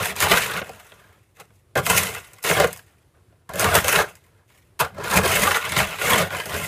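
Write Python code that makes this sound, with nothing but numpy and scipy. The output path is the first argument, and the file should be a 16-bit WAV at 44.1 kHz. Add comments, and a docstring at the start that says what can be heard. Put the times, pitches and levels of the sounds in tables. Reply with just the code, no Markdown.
"""A plastic snow shovel bites into packed snow on a woodpile, scrapes along and tips its load.
Snow crystals break against the blade in a dense crunch while lumps crack off and crumbs drop.
The blade, its hollow belly and the pile ring dully; the edge adds a crisp hiss.
Distant rumble and faint air lie underneath, with a few dull echoes; one microphone, outdoors."""
import sys
import numpy as np
from scipy import signal
from scipy.fft import rfft, irfft
from scipy.io import wavfile

SR = 44100
rng = np.random.default_rng(int(sys.argv[2]) if len(sys.argv) > 2 else 0)


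def bounce(signal):
    """Save signal as a 16-bit WAV file at the path given by the first command-line argument."""
    frames = np.transpose(np.atleast_2d(signal))
    limited = np.clip(frames, -1, 1)
    pcm = np.round(limited * 32767).astype(np.int16)
    wavfile.write(sys.argv[1], SR, pcm)


N = 294147

# pressure on the snow, one list a stroke:
# (time [s], crunch level [dB], treble over crunch [dB], bass over crunch [dB])
STROKE_CURVES = [
    [(0.0, -25.5, -7, -2), (0.062, -30.5, 2.5, -14), (0.078, -33, 3.5, -7), (0.124, -34.5, -4, -6),
     (0.14, -47.5, -3, -4), (0.232, -22.5, 2.5, -8), (0.278, -25, -7, -15), (0.292, -32.5, 4, -3),
     (0.32, -17.5, -5.5, -14), (0.462, -33.5, 1.5, -9), (0.586, -29, -12, -9), (0.608, -39, -4, -13)],
    [(1.756, -22.5, -19.5, 1), (1.778, -21.5, -5, -5), (1.82, -43.5, -10, -1), (1.84, -45, 6, 7),
     (1.908, -25, -3.5, -9), (1.914, -23.5, -0.5, -14), (1.976, -27, 7, -8.5), (2.144, -43, 4, 1),
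     (2.176, -37.5, -1, -13), (2.222, -55.5, 8, -8), (2.416, -61.5, -2, -9), (2.425, -54, 7, -11)],
    [(2.43, -69, 21, -3), (2.446, -29.5, 2, -6), (2.48, -32.5, 3, -22), (2.504, -25, 3.5, 0.5),
     (2.514, -19, -8, -6.5), (2.534, -28.5, 4.5, -2), (2.622, -21.5, -10, -9), (2.648, -26, -5, -9),
     (2.664, -34.5, -7, -6), (2.722, -50.5, 4, -6), (2.726, -55, 14, -6), (2.86, -72.5, 7, -9)],
    [(3.492, -33, -25, -6), (3.53, -49, -8, 10), (3.61, -20, -2, -18), (3.66, -21, -10, -5),
     (3.728, -24.5, -6, -7), (3.758, -15, -5.5, -2.5), (3.806, -32.5, 3, -3), (3.828, -31.5, -2, 1),
     (3.894, -26, 4, -11), (4.004, -17, -11, -16.5), (4.052, -38, -7.5, -14.5), (4.2, -69.5, 1, -4)],
    [(4.792, -35, 0, -6), (4.798, -22, -8.5, -16.5), (4.808, -19, -3, -2), (4.832, -23.5, -12, -9),
     (4.888, -45, -12, -7), (4.934, -54.5, -10, 18), (4.99, -37, -26, 4)],
    [(5.0, -35, -22, -10), (5.06, -27, -10.5, -10), (5.094, -32, -3, 4), (5.124, -23.5, -7, -5),
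     (5.172, -18, -4.5, 2), (5.228, -30, -10.5, 3), (5.26, -22.5, -3, -15), (5.416, -22.5, 0, -1.5),
     (5.522, -25.5, -3.5, -25), (5.534, -29, -3, -11), (5.568, -24, -0.5, -39), (5.6, -34, -2, -24)],
    [(5.61, -35.5, 0, -17), (5.634, -34.5, -6, -10), (5.646, -31.5, -5.5, -15), (5.676, -28, -9.5, -9),
     (5.696, -40, 6.5, 4), (5.728, -32, -2.5, -3), (5.758, -32.5, -2.5, -14), (5.768, -24.5, -1.5, -10),
     (5.814, -24, -2, 1), (5.886, -37, -3.5, -7), (5.936, -31.5, -7.5, -13), (5.98, -42.5, 0, 1)],
    [(5.99, -39, 3.5, -8), (6.024, -29, 1.5, -8), (6.136, -21.5, -3, -2.5), (6.214, -22, -4, -2),
     (6.294, -44.5, -4, 0), (6.324, -32.5, -4.5, -6), (6.384, -35.5, -3, -4), (6.41, -37, 0, -16),
     (6.434, -44, 0, 1), (6.556, -28, -2.5, -4), (6.562, -36.5, 2, 2), (6.67, -38, 4, 0)],
]
# how load and angle colour each stroke: (belly boost [dB], upper blade boost [dB])
STROKE_COLOURS = [(0.25, 1.8), (1.6, 0.1), (6, 1.1), (0.8, -1.3), (-1.4, -2.2), (0, -1), (-2, 3.3),
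                  (2.4, 1.2)]
# snow sliding and settling, one list a pause: (time [s], crunch level [dB], treble over crunch [dB])
SETTLING_CURVES = [
    [(0.612, -34, -17), (0.618, -27, -33), (0.636, -45, -5), (0.834, -55, -0.5), (1.116, -58, -6),
     (1.34, -85, 9)],
    [(1.35, -75, 7), (1.402, -45.5, -7.5), (1.462, -78, 10), (1.502, -67, -14), (1.552, -86.5, 22.5),
     (1.73, -87, -5)],
    [(2.87, -64.5, 2.5), (3.128, -80.5, -1.5), (3.142, -63.5, -22), (3.262, -84, 3), (3.318, -72.5, -10.5),
     (3.47, -75, -6.5)],
    [(4.21, -69, 4), (4.422, -65.5, -16), (4.474, -81, 9.5), (4.5, -63, -2.5), (4.566, -68.5, 8.5),
     (4.77, -83, -4)],
]
# lumps cracking off and crumbs dropping:
# (time [s], relative level [dB], hiss offset [dB], hollow knock offset [dB], base 60 dB decay time [s])
LUMP_CRACKS = [(0.056, -8.5, -10, -12, 0.055), (0.163, -16, -5.5, -16, 0.051),
               (0.203, -6.5, -2.5, -20, 0.11), (0.224, -4, -10, -5, 0.059), (0.312, -3, -41, 3.5, 0.042),
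               (0.336, -7.5, -17, -16, 0.055), (0.372, 0, -14, -30, 0.069), (0.497, -17, -20, -10, 0.062),
               (0.572, -27, -1, -18.5, 0.055), (0.617, -10.5, -39, -16.5, 0.032),
               (0.676, -38, -24, -3, 0.055), (0.693, -26, -9, 11, 0.031), (0.733, -33, -14, -16, 0.046),
               (0.798, -28, -12, -19, 0.091), (0.919, -27.5, -25, -4.5, 0.051),
               (1.368, -41, -12, -5, 0.055), (1.399, -28.5, -5, -10, 0.055), (1.504, -46.5, -13, -3, 0.044),
               (1.754, -10.5, -14, -6, 0.047), (1.788, -16, -8, 3, 0.055), (1.864, -5, -5, -12, 0.1),
               (1.899, -0.5, -4, -14, 0.1), (1.948, -26, -13, -16, 0.045), (2.033, -15, -3, -21, 0.083),
               (2.11, -42, -16, -19, 0.055), (2.148, -15, -13, -15, 0.05), (2.243, -31, -16, -19.5, 0.055),
               (2.333, -37, 3.5, -14, 0.055), (2.384, -35.5, -5, -14.5, 0.072),
               (2.428, -32, 5, -21.5, 0.055), (2.439, -16, -6, -11, 0.055), (2.464, -15, -7, -12.5, 0.055),
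               (2.511, -17.5, -15.5, -5.5, 0.055), (2.6, -0.5, -13, -11.5, 0.055),
               (2.643, -3, -21, -9.5, 0.034), (2.672, -22, -1, -10.5, 0.055), (2.729, -24, 1.5, -13, 0.042),
               (2.761, -28, -6, -24, 0.052), (2.773, -35.5, 5.5, -28, 0.055), (2.792, -28, -15, -26, 0.055),
               (3.148, -54.5, -16.5, -3, 0.055), (3.325, -45, -26, 5, 0.055),
               (3.492, -33, -2.5, -16.5, 0.07), (3.536, -22, -8, 0, 0.1), (3.556, -16.5, -6, 1.5, 0.06),
               (3.595, -12, 0.5, -12.5, 0.094), (3.643, 1, -15.5, -9.5, 0.055),
               (3.743, -12, 1.5, -16.5, 0.055), (3.752, -6.5, 2.5, -15.5, 0.061),
               (3.844, -7, -9, -13.5, 0.038), (3.881, -0.5, -6.5, -16, 0.087), (3.924, -19, -6, -10, 0.037),
               (3.959, 4.5, -17.5, -12, 0.036), (3.989, -8, -15, -15, 0.055), (4.095, -39, 2, -25, 0.071),
               (4.153, -38, -1, -16.5, 0.068), (4.264, -51.5, -4.5, -10.5, 0.051),
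               (4.501, -41, -17, -17, 0.052), (4.8, -14, -14, -17.5, 0.062), (4.946, -34, -13, -1, 0.06),
               (4.982, -35, -19, 18, 0.055), (5.04, -23, -7, 0, 0.075), (5.128, -19, -10, -7, 0.055),
               (5.166, -17.5, 1, -17, 0.05), (5.241, -9, -33, 1.5, 0.056), (5.26, -7.5, -27, -4, 0.051),
               (5.473, -1.5, -21, -10, 0.055), (5.509, -1, -25, -34, 0.075), (5.545, -4, -29, -28, 0.09),
               (5.65, -18, -17, -22, 0.06), (5.72, -10.5, -10, -18, 0.062), (5.765, -0.5, -32, -6.5, 0.039),
               (5.801, -3, -34, -21, 0.055), (5.986, -13, -27, -21, 0.057), (6.014, -7, -32, -8, 0.055),
               (6.105, -5, -14, -29, 0.15), (6.305, -14, -24, -15, 0.055), (6.347, -10, -27, -16, 0.06),
               (6.4, -11.5, -22, -29, 0.06), (6.456, -24.5, 2.5, 6, 0.086)]
# resonances of the shovel and the woodpile: (frequency [Hz], bandwidth [Hz], relative level [dB])
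LOW_BLADE_MODES = [(834, 97, -3.5), (1016, 123, 1.5), (1200, 97, 1.5), (1307, 140, -0.5), (1424, 74, 4),
                   (1612, 120, 0.5)]
UPPER_BLADE_MODES = [(1865, 150, -1.5), (2040, 69, 1.5), (2196, 110, -1), (2444, 100, -2),
                     (2640, 150, -1.5), (3026, 210, -6), (3268, 220, -6), (3750, 790, -11)]
BELLY_MODES = [(283, 70, -15.5), (421.2, 49, -1), (479.3, 45, 0), (581, 100, 0), (690, 140, -1.5),
               (760, 50, 0)]
PILE_MODES = [(56.4, 66, -8.5), (87, 25, 1), (144, 49.3, -3), (194.4, 55, -4.5)]
EDGE_MODES = [(4280, 290, -8), (5000, 520, -1.5), (5500, 650, -1.5), (6420, 700, 0.5), (7400, 500, 1.5),
              (8050, 590, 0.5), (8980, 310, 0.5), (9500, 190, 1.5), (10290, 390, 1), (11000, 370, -0.5),
              (12070, 480, 1), (13220, 650, -2.5), (14000, 900, -2.5), (15000, 460, -6)]
# tone of the far rumble and air: (frequency [Hz], relative spectral level [dB])
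YARD_SPECTRUM = [(18, -59), (30, -19), (103, 0), (208, -19.5), (277, -19), (360, -15), (400, -18),
                 (811, -27), (1110, -28.5), (6080, -41), (10300, -37), (15600, -47)]
# reflections off the shed and trees: (delay [s], level [dB])
YARD_ECHOES = [(.011, -22), (0.022, -21), (.041, -18)]


def from_db(db):
    """Decibels to gain."""
    return 10 ** (np.asarray(db) / 20)


def rms_one(x):
    """Scale to unit rms."""
    return x / np.sqrt(np.mean(x ** 2) + 1e-20)


def drift(rate_hz):
    """Smooth random wander of about unit spread."""
    step, warm_up = 32, 1400
    pole = np.exp(-2 * np.pi * rate_hz * step / SR)
    slow = signal.lfilter([1], [1, -2 * pole, pole * pole], rng.standard_normal(N // step + warm_up + 2))
    slow = slow[warm_up:]
    return np.interp(np.arange(N) / step, np.arange(len(slow)), rms_one(slow - slow.mean()))


def coloured(x, spectrum):
    """Minimum-phase EQ through (frequency [Hz], level [dB]) points."""
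    grid_hz = np.linspace(1, SR / 2, 4097)
    hz, level_db = np.transpose(spectrum)
    cepstrum = irfft(np.log(from_db(np.interp(np.log(grid_hz), np.log(hz), level_db))))
    cepstrum[1:4096] *= 2
    cepstrum[4097:] = 0
    return signal.fftconvolve(x, irfft(np.exp(rfft(cepstrum))))[:N]


def ring(force, modes, wander_db, wander_hz):
    """Parallel resonances; as the contact point wanders, each is driven harder or softer."""
    out, power = np.zeros(N), 0
    for k, (hz, width, level_db) in enumerate(modes):
        pole = np.exp(-np.pi * width / SR)
        gain = from_db(level_db) * (-1) ** k * (1 - pole * pole) / 2
        feedback = [1, -2 * pole * np.cos(2 * np.pi * hz / SR), pole * pole]
        drive = force * from_db(wander_db * drift(wander_hz))
        out += signal.lfilter([gain, 0, -gain], feedback, drive)
        power += from_db(2 * level_db) * np.pi * width / SR
    return out / np.sqrt(power)


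def stroke_levels(bite_s=0.004, settling_bass_db=-4):
    """Crunch, treble, bass, belly and upper blade curves in dB; a lull holds until the next bite."""
    rows = [(*row, *colour) for stroke, colour in zip(STROKE_CURVES, STROKE_COLOURS) for row in stroke]
    rows += [(*row, settling_bass_db, 0, 0) for pause in SETTLING_CURVES for row in pause]
    for stroke in STROKE_CURVES[1:]:
        start_s = stroke[0][0]
        lull = max(row for row in rows if row[0] < start_s)
        rows.append((max(start_s - bite_s, lull[0]), *lull[1:]))
    times, *curves = np.transpose(sorted(rows))
    return [np.interp(np.arange(N) / SR, times, curve) for curve in curves]


def crystal_grains(per_s, spread_db, rubbing):
    """Crystals of uneven size break at random over a smooth bed of rubbing."""
    sizes = from_db(spread_db * np.minimum(rng.exponential(1, N), 5)) * rng.choice([-1, 1], N)
    breaks = rng.random(N) < per_s / SR
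    return rms_one(rms_one(sizes * breaks) + rubbing * rng.standard_normal(N))


def ice_crumbs(per_s, leap_db, decay_s):
    """A gain that leaps whenever an ice crumb snaps, then falls straight back."""
    leaps = (rng.random(N) < per_s / SR) * from_db(leap_db) * np.minimum(rng.exponential(1, N), 2)
    return rms_one(1 + signal.lfilter([1], [1, -np.exp(-1 / (decay_s * SR))], leaps))


def yard():
    """Far rumble and faint air, wavering gently."""
    return from_db(-58.5 + 1.3 * drift(5)) * rms_one(coloured(rng.standard_normal(N), YARD_SPECTRUM))


def crack_envelope(decay_scale, rise_s, snap_db, offset_db=0, crest_db=13.5):
    """Each lump lets go with a snap of a few milliseconds, then crumbles away."""
    t = np.arange(SR // 4) / SR
    out = np.zeros(N + len(t))
    attack = 1 - np.exp(-t / rise_s)
    snap = from_db(snap_db) * np.exp(-t / 0.00091)
    times, levels_db, _, _, decays_s = np.transpose(LUMP_CRACKS)
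    for start_s, level_db, decay_s in zip(times, levels_db + offset_db, decays_s):
        crumble = from_db(-60 * t / max(decay_s * decay_scale, 0.005))
        at = round(start_s * SR)
        out[at:at + len(t)] += from_db(level_db - crest_db) * (snap + crumble) * attack
    return out[:N]


def crack_clicks(offset_db):
    """The clean click that opens every crack."""
    out = np.zeros(N)
    times, levels_db = np.transpose(LUMP_CRACKS)[:2]
    out[np.round(times * SR).astype(int)] = from_db(levels_db + offset_db)
    return out


def blade_ring(grains, low_load, upper_load):
    """Grains and cracks ring the plastic blade in its low and upper ranges."""
    cracks = from_db(-5) * crack_envelope(decay_scale=0.7, rise_s=0.00049, snap_db=1.5)
    clicks = crack_clicks(2.5)
    low = ring(grains * (low_load + cracks) + clicks, LOW_BLADE_MODES, wander_db=2.6, wander_hz=14)
    upper = ring(grains * (upper_load + cracks) + clicks, UPPER_BLADE_MODES, wander_db=2.6, wander_hz=16)
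    return low + upper


def snow_rub(load):
    """Snow slides on snow and snaps: midrange noise heard directly, with no ring."""
    snaps = crack_envelope(decay_scale=0.24, rise_s=0.00032, snap_db=-7)
    mids = signal.butter(2, [700, 3600], "band", fs=SR, output="sos")
    return from_db(-2) * signal.sosfilt(mids, rng.standard_normal(N) * (snaps + load))


def belly_knock(grains, load, knock_db):
    """The scoop's belly gives the crunch its body and answers cracks with a hollow knock."""
    cracks = crack_envelope(decay_scale=1.6, rise_s=0.00034, snap_db=-2.2, offset_db=knock_db)
    force = grains * (load + cracks) + crack_clicks(10 + knock_db)
    return ring(force, BELLY_MODES, wander_db=2.2, wander_hz=12)


def pile_thud(grains, load, knock_db):
    """The woodpile rumbles under the push and thuds at each crack."""
    cracks = from_db(-10) * crack_envelope(decay_scale=6.2, rise_s=0.0012, snap_db=-8, offset_db=knock_db)
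    return ring(grains * (load + cracks), PILE_MODES, wander_db=2.5, wander_hz=5.7)


def edge_hiss(grains, load, hiss_db):
    """Fine grains sizzle on the edge, with a sharp tick as each lump cracks."""
    cracks = crack_envelope(decay_scale=0.97, rise_s=0.00013, snap_db=13.5, offset_db=hiss_db)
    return ring(grains * (load + cracks), EDGE_MODES, wander_db=1.5, wander_hz=30)


def shovel():
    """The strokes press snow against blade, belly, pile and edge, each under its own load."""
    crunch_db, treble_db, bass_db, belly_boost_db, upper_boost_db = stroke_levels()
    upper_db = 0.5 + upper_boost_db + 0.7 * treble_db
    belly_db = belly_boost_db + 0.18 * bass_db
    _, _, hiss_db, knock_db, _ = np.transpose(LUMP_CRACKS)
    judder = drift(46)   # the whole scoop sticks and slips as one
    coarse = crystal_grains(per_s=2500, spread_db=3, rubbing=0.95)
    fine = crystal_grains(per_s=5000, spread_db=2, rubbing=0.98)
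    crumbs = ice_crumbs(per_s=82, leap_db=-3, decay_s=0.0066)
    blade_load = from_db(crunch_db + 1.1 * judder)
    blade = blade_ring(coarse, blade_load, crumbs * blade_load * from_db(upper_db))
    rub = snow_rub(from_db(crunch_db + upper_db / 2 + 3.5))
    belly = belly_knock(coarse, from_db(crunch_db + belly_db + 2.1 * judder), knock_db)
    pile = pile_thud(fine, from_db(crunch_db + bass_db), knock_db)
    edge = edge_hiss(fine, crumbs * from_db(crunch_db + treble_db + 0.63 * judder), hiss_db)
    return blade + rub + belly + pile + edge


def scene():
    """The shovel up close with a few dull echoes over the yard, the same in both channels."""
    near = shovel()
    dull = signal.lfilter([0.3], [1, -0.7], near)
    out = near + yard()
    for delay_s, level_db in YARD_ECHOES:
        lag = round(delay_s * SR)
        out[lag:] += from_db(level_db) * dull[:-lag]
    return np.array([out, out])


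def record(dry):
    """The microphone drops the deep bass, peaks are rounded, the very top is cut."""
    low_cut = signal.butter(2, 45, "high", fs=SR, output="sos")
    high_cut = signal.cheby2(14, 70, 16200, fs=SR, output="sos")
    rounded = 1.5 * np.tanh(signal.sosfilt(low_cut, dry) / 1.5)
    return signal.sosfilt(high_cut, rounded)


dry = scene()
out = record(dry)
bounce(out)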